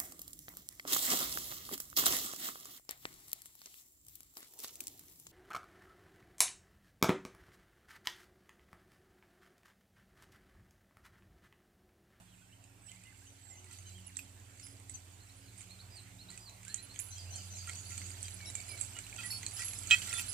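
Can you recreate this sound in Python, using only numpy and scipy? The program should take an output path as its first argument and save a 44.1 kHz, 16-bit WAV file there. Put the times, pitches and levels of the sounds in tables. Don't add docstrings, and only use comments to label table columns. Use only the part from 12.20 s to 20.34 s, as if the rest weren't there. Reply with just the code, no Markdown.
import sys
import numpy as np
from scipy import signal
from scipy.io import wavfile
from scipy.ndimage import uniform_filter1d

SR = 44100
rng = np.random.default_rng(int(sys.argv[2]) if len(sys.argv) > 2 else 0)


def boost(x):
    u = np.asarray(x, float) / 20
    return 10 ** u


def inscribe(sig):
    pcm = np.round(np.clip(np.atleast_2d(sig).T, -1, 1) * 32767)
    wavfile.write(sys.argv[1], SR, pcm.astype(np.int16))


N = 358885

# (t/s, level/dB)
NEAR = [
    (0.0, -74),
    (0.6, -100),
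    (0.7, -67.5),
    (4.4, -70),
    (5.3, -57.5),
    (6.9, -56),
    (8.14, -53.5),
]
# (t/s, level/dB)
JOLTS = [(.69, -70), (1.0, -77), (1.28, -77), (1.53, -58), (1.7, -64), (1.97, -62.5), (2.42, -62),
         (2.74, -62), (3.12, -77), (3.4, -61), (3.76, -69), (4.14, -60.5), (4.5, -59.5), (4.8, -59.5),
         (4.96, -71), (5.16, -63), (5.48, -58), (5.74, -57), (5.88, -68), (6.05, -60.5), (6.4, -61),
         (6.6, -56.5), (6.79, -91), (7.02, -52), (7.401, -45.5), (7.722, -41.5), (7.86, -49.5),
         (7.97, -46.5)]
# (f/Hz, level/dB)
LINKS = [(5110, -10), (5560, -12), (9700, -11), (10000, -1), (10150, -5), (11000, -15)]
# (t/s, peak level of the tick/dB, level of the low
# knock/dB)
SNAPS = [(1.9686, -23.5, -50.5), (2.397, -39.5, -56), (2.696, -32.5, -53), (3.408, -37.5, -58),
         (4.103, -36.5, -60), (4.4804, -34, -49), (4.5425, -22.5, -49), (4.79, -25.5, -58),
         (5.159, -31, -67), (5.472, -32, -52), (5.4945, -29.5, -38.5), (5.7056, -35, -52),
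         (5.778, -28, -48.5), (6.029, -26.5, -66), (6.3007, -31.5, -53), (6.3527, -23.5, -47),
         (6.6115, -22, -49.5), (6.648, -33.5, -64), (6.788, -29, -45), (6.9626, -32.5, -51),
         (7.2645, -22.5, -43.5), (7.5878, -30, -59), (7.928, -28, -39.5), (7.9373, -26.5, -41),
         (7.9945, -27, -36.5), (8.1294, -25, -71),
         (7.672, -30, -55),
    (7.7035, -25, -38),
]
# (t/s, peak level of the tick/dB)
TAPS = [(0.44, -48), (0.6654, -53), (0.716, -40), (0.837, -43.5), (1.443, -42), (1.5864, -41.5),
        (2.599, -43.5), (3.378, -46), (4.1757, -35.5), (4.45, -38), (4.743, -42), (5.3697, -36.5),
        (5.533, -38), (6.482, -36.5), (7.634, -34), (1.511, -42), (1.8652, -49), (2.1989, -50),
        (2.3743, -50), (2.4206, -56), (2.467, -40), (2.753, -41), (3.415, -42), (3.5068, -42),
        (4.114, -42.5), (4.295, -42), (4.431, -41.5), (4.5765, -42), (4.982, -39), (5.3853, -41),
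        (5.5555, -36), (5.904, -36), (5.98, -43), (6.044, -41), (6.0815, -35.5), (6.4026, -38),
        (6.5772, -37), (6.6, -37.5), (6.7338, -43), (6.766, -34), (6.866, -38), (6.8969, -38), (7.035, -38),
        (7.3097, -37), (7.319, -37), (7.3902, -44), (7.421, -29), (7.4828, -32), (7.534, -32), (7.819, -32),
        (7.8246, -33), (7.8967, -33), (8.0478, -48), (4.798, -30.5), (4.886, -43), (5.72, -37),
        (5.865, -42), (1.781, -47), (1.88, -46), (7.23, -32)]
# (t/s, level of the low knock/dB)
THUDS = [
    (1.99, -45),
    (4.7596, -52.5),
    (5.816, -46),
    (7.104, -48.5),
    (7.71, -33),
    (7.232, -45.5),
    (7.875, -45),
    (8.083, -61),
]
# (t/s, length/s, f/Hz, level/dB)
CHIMES = [(0.618, 0.05, 8060, -55.5), (0.663, 0.035, 7840, -49), (.68, 0.076, 8310, -60),
          (0.729, 0.054, 7750, -59), (0.667, 0.024, 5420, -66), (1.59, .015, 6370, -56),
          (1.665, .03, 6360, -55.5), (1.66, 0.082, 4000, -63), (3.072, .08, 5540, -63),
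          (3.8, .035, 8100, -56), (6.49, 0.045, 4990, -52), (6.69, .09, 5120, -58),
          (7.238, 0.035, 4320, -56), (7.282, 0.03, 4700, -53), (7.754, 0.02, 3190, -40.5),
          (7.752, .024, 7390, -46), (7.932, 0.037, 9200, -36.5), (7.973, 0.042, 5110, -50),
          (5.687, .1, 7050, -55), (6.04, 0.051, 3200, -55), (1.987, 0.031, 13260, -56),
          (1.99, 0.0024, 2600, -40), (2.426, 0.018, 5570, -54.5), (2.429, 0.11, 5070, -58),
          (2.692, 0.097, 7860, -50), (2.74, .02, 6200, -49), (3.151, 0.054, 9580, -56.5),
          (2.925, 0.024, 6900, -56), (3.376, 0.036, 8570, -49), (3.757, 0.02, 8460, -50.5),
          (4.75, 0.022, 6480, -55), (4.796, 0.083, 13300, -50), (5.864, 0.036, 7800, -45),
          (6.047, 0.02, 4790, -49), (6.256, 0.037, 5550, -46), (6.261, 0.045, 3890, -54),
          (6.487, 0.054, 9700, -44), (7.334, 0.28, 10140, -44), (7.369, 0.05, 5070, -47.5),
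          (7.446, 0.2, 11040, -40.5), (7.395, 0.13, 9800, -42), (7.541, 0.053, 10470, -47),
          (7.55, 0.1, 5140, -54.5), (7.587, 0.05, 10820, -45.5), (7.84, 0.036, 11000, -54),
          (7.895, 0.018, 5560, -40), (7.997, 0.022, 13600, -45), (8.089, 0.02, 5070, -50),
          (7.7096, 0.00035, 2800, -13), (7.753, .009, 2550, -41), (7.738, 0.011, 1930, -32.5),
           (7.775, .04, 2550, -52), (7.035, .045, 1950, -47.5), (7.4, 0.044, 1950, -47),
           (6.752, 0.054, 2900, -51), (5.65, .06, 10150, -52.5), (5.28, .045, 7850, -60),
           (6.035, .05, 6000, -54), (6.255, 0.06, 10000, -52.5), (6.26, .05, 5100, -60),
           (1.715, .015, 7800, -58), (1.3, .03, 5500, -66), (1.845, .025, 5520, -62),
           (1.995, .03, 5120, -63), (8.3, .04, 6500, -50), (5.5, .06, 5560, -57), (7.035, .03, 8350, -50),
           (7.945, 0.055, 3500, -46), (5.38, .05, 6550, -53), (5.5, .04, 6650, -58),
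           (5.477, .01, 6500, -49), (7.385, .015, 6800, -46), (5.895, 0.033, 10000, -59),
           (4.835, .085, 10000, -54)]
# (t/s, peak level/dB, f/Hz)
PLINKS = [(1.958, -51, 3970), (1.968, -47, 3500), (2.398, -47, 4520), (4.76, -49, 3140), (5.259, -49, 2400),
          (5.719, -46.5, 2330), (5.781, -44, 3240), (5.914, -45, 4880), (5.942, -53, 1900),
          (6.082, -44, 3960), (6.205, -49, 1750), (6.211, -51, 4200), (6.402, -51, 4500),
          (6.505, -46, 4100), (6.516, -45, 4230), (6.575, -47, 4100), (6.727, -51, 2410), (6.84, -48, 4100),
          (6.927, -44, 2340), (7.126, -43, 2500), (7.231, -43, 3170), (7.241, -47, 2300),
          (7.264, -36, 4220), (7.379, -47, 2990), (7.534, -44, 4170), (7.64, -46, 3200), (7.818, -40, 2960),
          (7.909, -40, 2000), (8.084, -47, 4170)]
# (t/s, length/s, level/dB)
LOOSE = [
    (1.863, 0.013, -50.5),
    (2.43, 0.1, -53.5),
    (4.623, 0.032, -51.5),
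    (4.793, 0.028, -38.5),
    (6.136, 0.011, -48.5),
    (6.595, 0.042, -48.5),
    (7.04, 0.08, -45),
    (7.973, 0.053, -41.5),
    (8.085, 0.037, -41),
]
# (length/s, f/Hz, level/dB)
BUCKLE = [
    (0.085, 4418, -39),
    (.13, 4931, -52),
    (0.11, 5126, -43),
    (0.12, 9695, -44),
    (0.05, 10425, -51),
    (0.06, 12451, -47),
]
# (f/Hz, level/dB, time to fall 60 dB/s)
CLEVIS = [(1380, -19, .8), (1914, -11.5, .2), (1950, -19, .3), (2380, -13, .5), (2548, 1.5, .6),
          (2684, -15, .3), (3020, -19, .17), (3190, 1, .125), (3926, -15, .15), (4753, -27, .3),
          (5566, -27, .3), (6471, -31, .15), (7400, -15, .6), (8360, -26, .12)]
# (t/s, level/dB, time until gripped again/s, tilt/dB per octave)
CLANKS = [(1.502, -65.5, 0.039, -19), (4.098, -63, 0.011, -22), (4.544, -56.5, 0.11, -2),
          (5.475, -50.5, 0.011, -25), (5.49, -44.5, 0.014, -18), (5.711, -56.5, 0.039, -20.5),
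          (6.765, -52.5, 0.029, -19), (6.983, -43.5, 0.026, -13.5), (7.032, -47.5, 0.032, -12),
          (7.393, -46.5, 0.045, -11), (7.709, -17.5, 0.038, 3), (7.877, -49.5, 0.059, -17),
          (7.927, -49, 0.049, -25.5), (7.98, -41, 0.03, -9)]

# (t/s, length/s, f/Hz, level/dB)
FLATS = [(0.211, 0.03, 1515, -71), (0.076, 0.028, 3350, -74), (0.487, 0.028, 1425, -74),
         (0.842, 0.078, 2075, -64), (1.294, 0.083, 2080, -66), (0.698, 0.064, 2100, -65),
         (.85, 0.031, 2850, -68.5), (1.438, 0.13, 2000, -68.5), (4.108, 0.06, 1963, -65),
         (4.519, 0.1, 1930, -65), (4.954, 0.052, 3260, -58)]
SWOOPS = [(.61, 0.0456, 2670, -76), (.75, 0.034, 2210, -67), (1.0, .055, 1600, -73),
          (1.36, 0.043, 2820, -67), (4.45, .09, 1700, -63), (5.04, 0.077, 2720, -67)]
DIVES = [(.105, .06, 2900, -72), (.705, .03, 2800, -66), (.8, .035, 2200, -70), (.94, .035, 2500, -69),
         (1.245, .042, 1790, -72), (1.89, .02, 2020, -65), (.915, .02, 1700, -69)]
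HILLS = [(5.055, 0.21, 3106, -62)]
DROOPS = [(0.2, .075, 3320, -75), (.96, 0.062, 7800, -65), (1.026, 0.057, 7150, -67),
          (1.31, 0.042, 7250, -59.5)]
SAGS = [(1.19, 0.18, 7600, -58), (1.06, 0.052, 6180, -63), (1.345, 0.065, 6270, -62),
        (6.185, .085, 2285, -56), (6.335, 0.09, 2308, -55), (6.48, 0.09, 2317, -54)]
CHIPS = [(4.485, 0.04, 4200, -54), (4.575, .042, 4130, -53), (4.688, 0.045, 4250, -57),
         (4.905, 0.048, 4150, -57), (5.12, 0.06, 4300, -55), (5.33, .045, 4100, -58)]
ARCHES = [(1.635, .08, 3020, -66), (1.735, .07, 3200, -61), (1.85, .06, 2850, -65), (.84, .05, 2900, -68),
          (2.04, .06, 3200, -70)]
# (delay t/s, length/s, start f/Hz, middle f/Hz, end f/Hz, level/dB)
PIPE = [
    (0, .05, 3410, 4140, 4240, -3),
    (0.1, .036, 3585, 4160, 4700, -1),
    (0.209, .073, 4860, 4900, 4895, -7.5),
    (.268, .059, 4935, 4240, 3805, 0),
]
SLUR = [
    (0, .067, 1490, 1670, 1930, -13.5),
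    (.055, 0.028, 2470, 2955, 3200, -0.5),
]
# (t/s, level/dB)
PIPES = [(2.985, -65), (3.485, -55), (3.98, -54.5)]
SLURS = [(.26, -66), (.62, -59.5), (1.001, -63.5)]
# (delay t/s, length/s, start f/Hz, middle f/Hz, end f/Hz, level/dB)
FALLING = [
    (0, .06, 6600, 6000, 5750, -56),
    (.05, .035, 7600, 6800, 5600, -54),
    (.075, .055, 5000, 4800, 4100, -57),
]
RISING = [
    (0, .035, 4000, 4500, 5000, -58),
    (.035, .06, 5600, 6500, 7300, -52),
]
FALLING_S = [4.895, 5.095, 5.295]
RISING_S = [5.505, 5.645, 5.775]

# (t/s, level/dB)
DRONE = [(0, -78), (.4, -66.5), (.85, -69.5), (1.6, -57), (2.8, -59.5), (3.1, -63.5), (3.7, -58.5),
         (4.15, -69), (4.55, -64.5), (5.0, -52), (5.4, -49.5), (6.5, -54.5), (7.0, -63.5), (7.4, -53.5),
         (8.14, -55.5)]
DOUBLE_S = [.1, .8, 1.85, 3.5, 4.1, 4.5, 5.3, 5.8, 6.2, 7.07, 7.8]
TRIPLE_S = [.42, 1.15, 2.03, 2.5, 2.72, 3.25, 3.95, 4.65, 5.9, 6.7, 7.05, 7.75]
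FOURTH_S = [1.45, 1.75, 2.75, 3.72, 4.15, 5.9, 6.25, 6.75, 7.9]
# (t/s, level/dB)
AIR_DB = [
    (0.0, -68.5),
    (0.04, -72.5),
    (8.14, -62),
]
# (f/Hz, level/dB per Hz)
AIR = [(20, -10), (45, -1), (100, 7.5), (160, 9), (300, 5), (520, 0), (700, 5), (1150, -0.5), (2600, -3),
       (5000, -17.5), (12000, -18.5)]
# (f/Hz, likeness from 0 to 1)
SAME = [(60, 1), (130, 0.7), (290, 0.86), (640, 0.32), (1400, 0), (5000, 0.78)]
# (f/Hz, left level/dB, right level/dB)
PORTS = [(60, -2.5, 1), (1270, -5, -1.5), (2600, -2.5, 4), (3550, -0.5, 6), (4860, 3.5, 8),
         (5700, 13.5, -4.5), (6480, 12.5, 14.5), (7020, -23, 17.5), (7440, 12, 21), (7960, -10, 21.5),
         (9700, -12, 12.5), (11500, 1.5, 3), (13500, -43, 7.5), (14800, -27, 7)]


def rattle():
    motion_db = shake()
    treble = grains(motion_db - 11, 4320, 13980, per_s=6000, spread_db=3.2, t60=0.0072)
    clatter = grains(motion_db - 7, 1347, 4625, per_s=2500, spread_db=3.6, t60=0.024)
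    faint = np.zeros(N)
    for at, which, size, length in rng.random((500, 4)):
        hz, db = LINKS[int(which * len(LINKS))]
        level_db = motion_db[int(at * N)] + db - 11 + 10 * size
        tone = ring(hz * (1 + .008 * length), .008 + .03 * length, .2)
        add(faint, at * N / SR, at_source(level_db, hz) * tone)
    return treble + clatter + scatter(faint, .12, 3)


def shake():
    rise_s, fall_s = 0.032, 0.078
    t = np.arange(0, N, 64) / SR
    surges = np.zeros(len(t))
    for s, db in JOLTS:
        surges += boost(db) * np.exp(np.minimum((t - s) / rise_s, (s - t) / fall_s))
    return 20 * np.log10(boost(curves(NEAR)[0]) + np.interp(np.arange(N) / SR, t, surges))


def grains(db, lo_hz, hi_hz, per_s, spread_db, t60):
    strikes = rng.random(N) < per_s / SR
    size = boost(spread_db * np.minimum(rng.exponential(1, (2, N)), 4)) * strikes
    kind = rng.integers(0, 12, N)
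    t = np.arange(1500) / SR
    out = np.zeros((2, N))
    for k, hz in enumerate(np.geomspace(lo_hz, hi_hz, 12)):
        phase = np.array([[0], [k]])
        knock = boost(-60 * t / t60) * np.sin(2 * np.pi * hz * t + phase)
        out += signal.oaconvolve(size * (kind == k), knock, axes=1)[:, :N]
    return boost(db) * evened(out)


def knocks():
    snaps, rings = np.zeros(N), np.zeros(N)
    t = np.arange(500) / SR
    taps = [(s, db, db - 17) for s, db in TAPS]
    thuds = [(s, db + 8, db) for s, db in THUDS]
    for s, db, low_db in SNAPS + taps + thuds:
        first, second, pitch, size = rng.random(4)
        band = signal.butter(2, np.multiply([5800, 8000], 1 + .22 * size), "bandpass", fs=SR)
        snap = signal.lfilter(*band, rng.standard_normal(500) * boost(-60 * t / 0.0072))
        for delay, bounce_db in [(0, 0), (.0012 + .001 * first, -3), (.003 + .004 * second, -10)]:
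            add(snaps, s + delay, boost(db - 15 + bounce_db) * snap / abs(snap).max())
        knock = boost(low_db + 8 - 60 * t / .015) * np.minimum(t / .001, 1)
        knock *= np.sin(2 * np.pi * (1900 + 800 * pitch) * t)
        rough = evened(uniform_filter1d(rng.standard_normal(500), size=16))
        add(snaps, s, knock * (1 + 0.6 * rough))

    plinks = [(s, .002, hz, db) for s, db, hz in PLINKS]
    loose = [(s, length, 9985, db) for s, length, db in LOOSE]
    buckle = [(7.104, *mode) for mode in BUCKLE]
    for s, length, hz, db in CHIMES + plinks + loose + buckle:
        add(rings, s, at_source(db, hz) * ring(hz, length, 0.44))
    return scatter(snaps, 0.18, -6) + scatter(rings, 0.11, -5)


def ring(hz, length, t60, grip_s=0.001, uneven=0.41):
    t = np.arange(round((length + .02) * SR)) / SR
    held = np.exp(-np.maximum(t - length, 0) / grip_s) * np.minimum(t / 0.0007, 1)
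    start, beat, split = rng.random(3)
    brush = np.interp(t, t[::128], rng.standard_normal(len(t[::128])))
    beating = 1 + uneven * (np.sin(2 * np.pi * (.004 * hz * split * t + beat)) + brush)
    return held * beating * boost(-60 * t / t60) * np.sin(2 * np.pi * (hz * t + start))


def clevis():
    swing_hz, swing_late_s = 2548, .0045
    out = np.zeros(N)
    band = signal.butter(2, [1200, 4500], "bandpass", fs=SR)
    for s, db, length, tilt_db in CLANKS:
        for hz, mode_db, t60 in CLEVIS:
            late_s = swing_late_s if hz == swing_hz else 0
            level_db = db + mode_db + tilt_db * np.log2(hz / 2500)
            if db < -30:
                level_db += rng.normal(0, 2.5)
            if hz == swing_hz and db < -44:
                level_db -= 9
            tone = ring(hz, length - late_s, t60, grip_s=0.002, uneven=.12)
            add(out, s + late_s, at_source(level_db, hz) * tone)
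        fade = boost(db - 14 - 60 * np.arange(1800) / SR / 0.39)
        add(out, s + 0.001685, fade * signal.lfilter(*band, rng.standard_normal(1800)))
    return scatter(out, .1, -18)


def birds():
    warbles = shaped(FLATS, (.94, 1, .96)) + shaped(SWOOPS, (.8, 1, 1.08))
    warbles += shaped(DIVES, (1.25, 1, .74)) + shaped(HILLS, (.73, 1, .73))
    songs = shaped(DROOPS, (1.02, .97, .88)) + shaped(SAGS, (1.07, .99, .98))
    songs += shaped(CHIPS, (.9, 1, 1.02)) + shaped(ARCHES, (.93, 1, .82))
    songs += repeated(PIPES, PIPE) + repeated(SLURS, SLUR)
    high = repeated([(s, 0) for s in FALLING_S], FALLING) + repeated([(s, 0) for s in RISING_S], RISING)
    song = scatter(whistle(songs, flutter=.3, quaver=.004), .4, -5)
    warble = scatter(whistle(warbles, flutter=.35, quaver=.008), .3, -4)
    high_song = scatter(whistle(high, flutter=.5, quaver=.008), .4, 3)
    return song + warble + high_song


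def shaped(rows, shape):
    return [(s, length, *np.multiply(hz, shape), db) for s, length, hz, db in rows]


def repeated(calls, phrase):
    return [(s + delay, *note, db + note_db) for s, db in calls for delay, *note, note_db in phrase]


def whistle(notes, flutter, quaver):
    out = np.zeros(N)
    for s, length, *hz, db in notes:
        u = np.linspace(0, 1, round(length * SR))
        glide = np.polyval(np.polyfit([0, .5, 1], hz, 2), u)
        pitch = glide * (1 + quaver * evened(uniform_filter1d(rng.standard_normal(len(u)), size=150)))
        tone = signal.windows.tukey(len(u), .6) * np.sin(2 * np.pi * np.cumsum(pitch) / SR)
        add(out, s, at_source(db + 2.5, hz[1]) * tone)
    return out * (1 + flutter * evened(uniform_filter1d(rng.standard_normal(N), 200)))


def engines():
    first_hz, second_hz = 91.5, 109.4
    second_db = curves(AIR_DB)[0] + 6 + 0.2 * wander(1.5)
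    tones = [(first_hz, curves(DRONE)[0]),
             (second_hz, second_db),
             (2 * first_hz, throb(DOUBLE_S, db=-67, width_s=.17, low_db=-15)),
             (3 * first_hz, throb(TRIPLE_S, db=-72, width_s=.15, low_db=-12)),
             (second_hz / 2, second_db - 9),
             (4 * first_hz, throb(FOURTH_S, db=-74.5, width_s=.1, low_db=-10.5))]
    t = np.arange(N) / SR - np.array([[0], [.00035]])
    out = np.zeros((2, N))
    for hz, db in tones:
        level_db = db + 4 + 0.9 * wander(3.0) + 1.6 * wander(7.8)
        phase = 1.16 * wander(1.0) + 0.31 * wander(5.0)
        out += boost(level_db) * np.sin(2 * np.pi * hz * t + phase)
    return out


def throb(times, db, width_s, low_db):
    t = np.arange(N) / SR
    swells = sum(np.exp(-((t - s) / width_s) ** 2) for s in times)
    return db + 20 * np.log10(boost(low_db) + swells)


def air():
    frames, hz = N // 256 + 5, np.fft.rfftfreq(1024, 1 / SR)
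    a, b, c, d, patches = rng.standard_normal((frames, 513, 5)).T
    patches = evened(uniform_filter1d(uniform_filter1d(patches, 10, 0), 14, 1))
    same = np.clip(read(SAME, hz), -1, 1)[:, None]
    left, other = a + 1j * b, c + 1j * d
    spectra = np.array([left, same * left + np.sqrt(1 - same ** 2) * other])
    spectra *= boost(read(AIR, hz)[:, None] + 2.4 * patches)
    noise = signal.istft(spectra, nperseg=1024, noverlap=768)[1][:, :N]
    return boost(curves(AIR_DB)[0] + 6) * evened(noise)


def scatter(x, t60, db):
    t = np.arange(SR // 2) / SR
    tail = rng.standard_normal((2, len(t))) * boost(-60 * t / t60) * (t > .002)
    tail /= np.linalg.norm(tail[0])
    return x + boost(db) * signal.fftconvolve(x * np.ones((2, 1)), tail, axes=1)[:, :N]


def wander(rate):
    t = np.arange(0, N, 256) / SR
    slow = sum(np.sin(2 * np.pi * (f * t + rng.random())) for f in np.geomspace(rate / 10, rate, 12))
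    return np.interp(np.arange(N) / SR, t, evened(slow))


def at_source(db, hz):
    left, right = boost(read(PORTS, hz, column=1)), boost(read(PORTS, hz, column=2))
    return boost(db) / np.sqrt((left ** 2 + right ** 2) / 2)


def evened(x):
    return x / np.sqrt(np.mean(x ** 2) + 1e-20)


def read(points, hz, column=1):
    table = np.transpose(points)
    return np.interp(np.log(hz + 1), np.log(table[0] + 1), table[column])


def curves(rows):
    s, *columns = np.transpose(rows)
    return [np.interp(np.arange(N) / SR, s, c) for c in columns]


def add(mix, s, sound):
    part = mix[round(s * SR):][:len(sound)]
    part += sound[:len(part)]


def scene():
    return rattle() + knocks() + clevis() + birds() + engines() + air()


def roll_off(x):
    return signal.sosfilt(signal.butter(12, 15550, fs=SR, output="sos"), x)


def record(dry):
    hz = abs(np.fft.fftfreq(4096, 1 / SR))
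    log_gain = np.log(boost(np.array([read(PORTS, hz, column=1), read(PORTS, hz, column=2)])))
    taps = np.fft.ifft(np.exp(np.conj(signal.hilbert(log_gain)))).real[:, :1024]
    hiss = boost(curves(AIR_DB)[0]) * rng.standard_normal((2, N))
    heard = signal.oaconvolve(dry, taps, axes=1)[:, :N] + hiss
    limited = signal.oaconvolve(heard, signal.firwin(255, 15200, fs=SR)[None], "same")
    return roll_off(limited)


dry = scene()
out = record(dry)
inscribe(out)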